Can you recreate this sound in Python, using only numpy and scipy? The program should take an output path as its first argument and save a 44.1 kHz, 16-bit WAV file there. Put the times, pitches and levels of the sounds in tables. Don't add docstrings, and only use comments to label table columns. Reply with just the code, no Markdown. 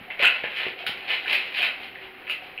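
import sys
import numpy as np
from scipy import signal
from scipy.fft import rfft, irfft
from scipy.io import wavfile

SR = 44100
rng = np.random.default_rng(int(sys.argv[2]) if len(sys.argv) > 2 else 0)


def to_linear_factor(level_db):
    exponent = np.asarray(level_db, float) / 20
    return 10 ** exponent


def master(y):
    cut = np.clip(np.atleast_2d(y).T, -1, 1)
    pcm = np.round(cut * 32767)
    wavfile.write(sys.argv[1], SR, pcm.astype(np.int16))


N = 114660
T = np.arange(N) / SR


def rms_one(x):
    return x / np.sqrt(np.mean(x ** 2) + 1e-20)


def ring(clicks, hz, t60):
    r = to_linear_factor(-60 / (t60 * SR))
    w = 2 * np.pi * hz / SR
    return signal.lfilter([0, np.sin(w)], [1, -2 * r * np.cos(w), r * r], clicks + 1e-18)


def drift(rate):
    r = np.exp(-2 * np.pi * rate / SR)
    wander = signal.lfilter([1], [1, -2 * r, r * r], rng.standard_normal(N + SR))
    return rms_one(wander[SR:])


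def response(points, size):
    hz, db = np.transpose(points)
    grid = np.maximum(np.arange(size // 2 + 1) * SR / size, 1)
    log_gain = np.interp(np.log(grid), np.log(hz), db) * np.log(10) / 20
    cepstrum = irfft(log_gain, size)
    cepstrum[1:size // 2] *= 2
    cepstrum[size // 2 + 1:] = 0
    return grid, np.exp(rfft(cepstrum))


def creases(clicks, crisp):
    cycles, crisp_hz, crisp_db = 4.3, 5200, -5.5
    pitches = np.geomspace(500, 5000, 16)
    dealt = rng.integers(0, 16, N)
    body = 0
    for k, hz in enumerate(pitches):
        brightness = crisp ** np.clip(hz / 2500 - 1, 0, 1)
        struck = clicks * (dealt == k) * brightness
        body = body + ring(struck, hz, cycles / hz) * np.sqrt(hz / 2500)
    treble = signal.butter(2, crisp_hz, "high", fs=SR, output="sos")
    edge = signal.sosfilt(treble, clicks * crisp)
    return 0.5 * body + to_linear_factor(crisp_db) * edge


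def crinkle():
    # (peak time [s], rise [s], hold [s], peak level [dB], brightness [dB])
    tugs = [(0.097, 0.0024, 0.017, -28, -34), (0.194, 0.0083, 0.0082, -15, 0),
            (0.225, 0.0083, 0.026, -14, 3), (0.308, 0.018, 0.086, -28.5, -5),
            (0.436, 0.0024, 0.0069, -20, -10.5), (0.506, 0.019, 0.047, -32, 4.5),
            (0.565, 0.023, 0.013, -28, 7.5), (0.605, 0.03, 0.068, -27, -2.5), (0.787, 0.022, 0.019, -32, 3),
            (0.864, .002, 0.0083, -22.5, 9), (0.977, 0.026, 0.093, -36.5, 4), (1.081, .01, 0.026, -25.5, 2),
            (1.108, 0.044, .04, -25, 3), (1.267, .012, 0.0048, -26.5, -21),
            (1.324, 0.15, 0.024, -19.5, 8.5), (1.43, 0.065, 0.047, -32, 4), (1.57, 0.093, 0.021, -24, 8.5),
            (1.617, 0.084, 0.038, -21.5, 5), (1.825, 0.13, 0.02, -34.5, 8.5),
            (1.952, .006, 0.0087, -36, -1), (2.016, .01, .03, -41, -2), (2.267, .003, 0.0039, -26.5, -11),
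            (2.291, 0.0018, 0.012, -29.5, 7.5), (2.43, 0.035, 0.042, -45.5, 8.5)]
    rise_db, release_db_per_s = 28.5, 287
    creases_per_s, spread_db = 3200, 3.8
    clump_db, clumps_per_s = 2, 80
    level, crisp = np.zeros(N), np.zeros(N)
    for s, rise, hold, db, bright_db in tugs:
        before_peak = np.maximum(s - T, 0) / max(rise, 0.001)
        after_hold = np.maximum(T - s - hold, 0)
        shape = to_linear_factor(db - rise_db * before_peak - release_db_per_s * after_hold)
        level += shape
        crisp += shape * to_linear_factor(bright_db)
    sizes = to_linear_factor(spread_db * np.minimum(rng.exponential(1, N), 3.5))
    sizes = sizes * rng.choice([-1, 1], N)
    born = rng.random(N) < creases_per_s / SR
    clumps = to_linear_factor(clump_db * drift(clumps_per_s))
    clicks = rms_one(sizes * born * clumps)
    return creases(clicks * level, crisp / (level + 1e-12))


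def snaps():
    # (time [s], level [dB], pitch [Hz], crisp edge [dB])
    snap_list = [(.104, -26, 2000, -35), (.226, -7, 2600, -24), (.2335, -12, 2700, -24),
                 (.239, -12, 2600, -24), (.246, -1, 1480, -34), (.250, -6, 2640, -24),
                 (.256, -8, 2700, -24), (.268, -10, 2640, -26), (.274, -9, 2640, -26),
                 (.4405, -17, 1750, -32), (.8653, -14, 1500, -18), (.8657, -11, 3900, -20),
                 (.868, -16, 2900, -16), (1.258, -17, 1550, -35), (1.279, -17, 2650, -22),
                 (1.327, -14, 2500, -18), (1.353, -14, 2500, -18), (1.581, -17, 2700, -20),
                 (1.619, -14, 2400, -20), (1.628, -14, 2500, -20), (2.278, -25, 2600, -22),
                 (1.957, -25, 1800, -35), (2.2965, -19, 1300, -24), (2.297, -20, 2600, -15),
                 (2.303, -18, 2700, -18), (2.308, -18, 2750, -14), (2.321, -19, 2750, -22),
                 (2.327, -20, 2800, -22), (2.5775, -20, 2650, -28), (2.587, -24, 2600, -28)]
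    snap_db, ring_cycles, swell_s = 9.5, 17, 0.00088
    edge_gain_db, edge_t60_s = 14, 0.03
    size = 2000
    out, t = np.zeros(N + size), T[:size]
    treble = signal.butter(2, 7500, "high", fs=SR, output="sos")
    noise = signal.sosfilt(treble, rng.standard_normal((len(snap_list), size)))
    for (s, db, hz, edge_db), hiss in zip(snap_list, noise):
        swell = 1 - np.exp(-t / swell_s)
        tone = np.sin(2 * np.pi * hz * t) * to_linear_factor(-60 * t * hz / ring_cycles) * swell
        edge = to_linear_factor(edge_db + edge_gain_db) * hiss * to_linear_factor(-60 * t / edge_t60_s)
        start = int(s * SR)
        out[start:start + size] += to_linear_factor(db + snap_db) * (tone + edge)
    return out[:N]


def pats():
    # (time [s], level [dB], pitch [Hz], ring length [cycles], thud [dB])
    pat_list = [
        (.012, -44, 170, 5, 6),
        (.198, -31, 560, 72, -28),
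        (.228, -30, 373, 11.3, -4),
        (.44, -21.5, 563, 6.8, -15),
        (.666, -26, 418, 7.8, -7.5),
        (.805, -42.5, 715, 75, -17),
        (.84, -37, 700, 33, -30),
        (.893, -29.5, 222, 2.5, -9),
        (1.60, -36.5, 720, 77, -20),
    ]
    thud_hz, thud_t60_s = 126, 0.014
    out = np.zeros(N)
    for s, db, hz, cycles, thud_db in pat_list:
        touch = np.zeros(N)
        touch[int(s * SR)] = to_linear_factor(db + 27.5)
        pocket = ring(touch, hz, cycles / hz)
        thud = ring(touch, thud_hz, thud_t60_s)
        out += pocket + to_linear_factor(thud_db + 7.5) * thud
    return signal.lfilter([0.01], [1, -1.8, 0.81], out)


def room(x):
    low_t60_s, high_t60_s, split_hz = 0.34, 0.2, 5000
    moves_per_s, build_up_s = 30, 0.0039
    low_pass = signal.butter(1, split_hz, fs=SR, output="sos")
    high_pass = signal.butter(2, split_hz, "high", fs=SR, output="sos")
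    t, out = T[:SR], 0
    for k in range(4):
        low = signal.sosfilt(low_pass, rng.standard_normal(SR)) * to_linear_factor(-60 * t / low_t60_s)
        high = signal.sosfilt(high_pass, rng.standard_normal(SR)) * to_linear_factor(-60 * t / high_t60_s)
        tail = (low + high) * np.clip(t / build_up_s, 0, 1)
        tail = tail / np.sqrt(np.sum(tail ** 2))
        share = np.cos(np.pi / 4 * (moves_per_s * T - k)) ** 2 * 0.8
        out = out + signal.fftconvolve(x * share, tail)[:N]
    return out


def air():
    # (frequency [Hz], level [dB per Hz])
    air_colour = [(30, 6), (120, -5), (300, -8), (700, -21), (1200, -18), (2500, -32.5), (4500, -35),
                  (12000, -29.5)]
    # (frequency [Hz], width [Hz], level [dB])
    ducts = [(379, 18, -53.5), (517, 38, -58.5), (753.7, 75, -54)]
    air_db = -44.5
    colour = response(air_colour, N)[1]
    broad = rms_one(irfft(rfft(rng.standard_normal(N)) * colour, N))
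    out = to_linear_factor(air_db + 20.5 + drift(10.6)) * broad
    for hz, width, db in ducts:
        hum = rms_one(ring(rng.standard_normal(N), hz, 3.3 / width))
        out = out + to_linear_factor(db + 17.5 + 3.4 * drift(4.3)) * hum
    return out


def lamp_whine():
    # (frequency [Hz], level [dB])
    whine_tones = [(13420, -69.3)]
    wander_hz = 3
    out = 0
    for hz, db in whine_tones:
        phase = 2 * np.pi * np.cumsum(hz + wander_hz * drift(6)) / SR
        out = out + to_linear_factor(db) * np.sqrt(2) * np.sin(phase)
    return out


def scene():
    room_db, pat_room_db = 0.5, -6.5
    film = crinkle() + snaps()
    touch = pats()
    echoes = to_linear_factor(room_db) * room(film + to_linear_factor(pat_room_db) * touch)
    return (film + touch + echoes + air())[None]


def top_cut(x):
    return signal.sosfilt(signal.butter(12, 16460, fs=SR, output="sos"), x)


def record(dry):
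    # (frequency [Hz], level [dB])
    mic_colour = [(30, -46), (600, -17.5), (1200, -16.5), (2550, 4), (3500, -9.5), (5200, -20.5),
                  (7000, -29.5), (11000, -35.5)]
    # (frequency [Hz], width [Hz])
    dead_spots = [(6000, 2380), (8030, 3340)]
    # (frequency [Hz], width [Hz], level [dB])
    bumps = [(1513, 50, 1), (2125, 148, 2), (3100, 204, 4), (4090, 490, 4.5), (10110, 1280, 8),
             (14100, 1800, 4.5)]
    cutoff_hz = 15750
    hz, gain = response(mic_colour, 2 * N)
    for spot_hz, width in dead_spots:
        away = spot_hz ** 2 - hz ** 2
        gain = gain * (away + 20j * hz) / (away + 1j * width * hz)
    for bump_hz, width, db in bumps:
        gain = gain * to_linear_factor(db * np.exp(-((hz - bump_hz) / width) ** 2))
    mirrored = np.hstack([dry, dry[:, ::-1]])
    heard = irfft(rfft(mirrored) * gain * (hz < cutoff_hz))[:, :N]
    x = heard + lamp_whine()
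    return top_cut(0.82 * np.tanh(x / 0.83))


dry = scene()
out = record(dry)
master(out)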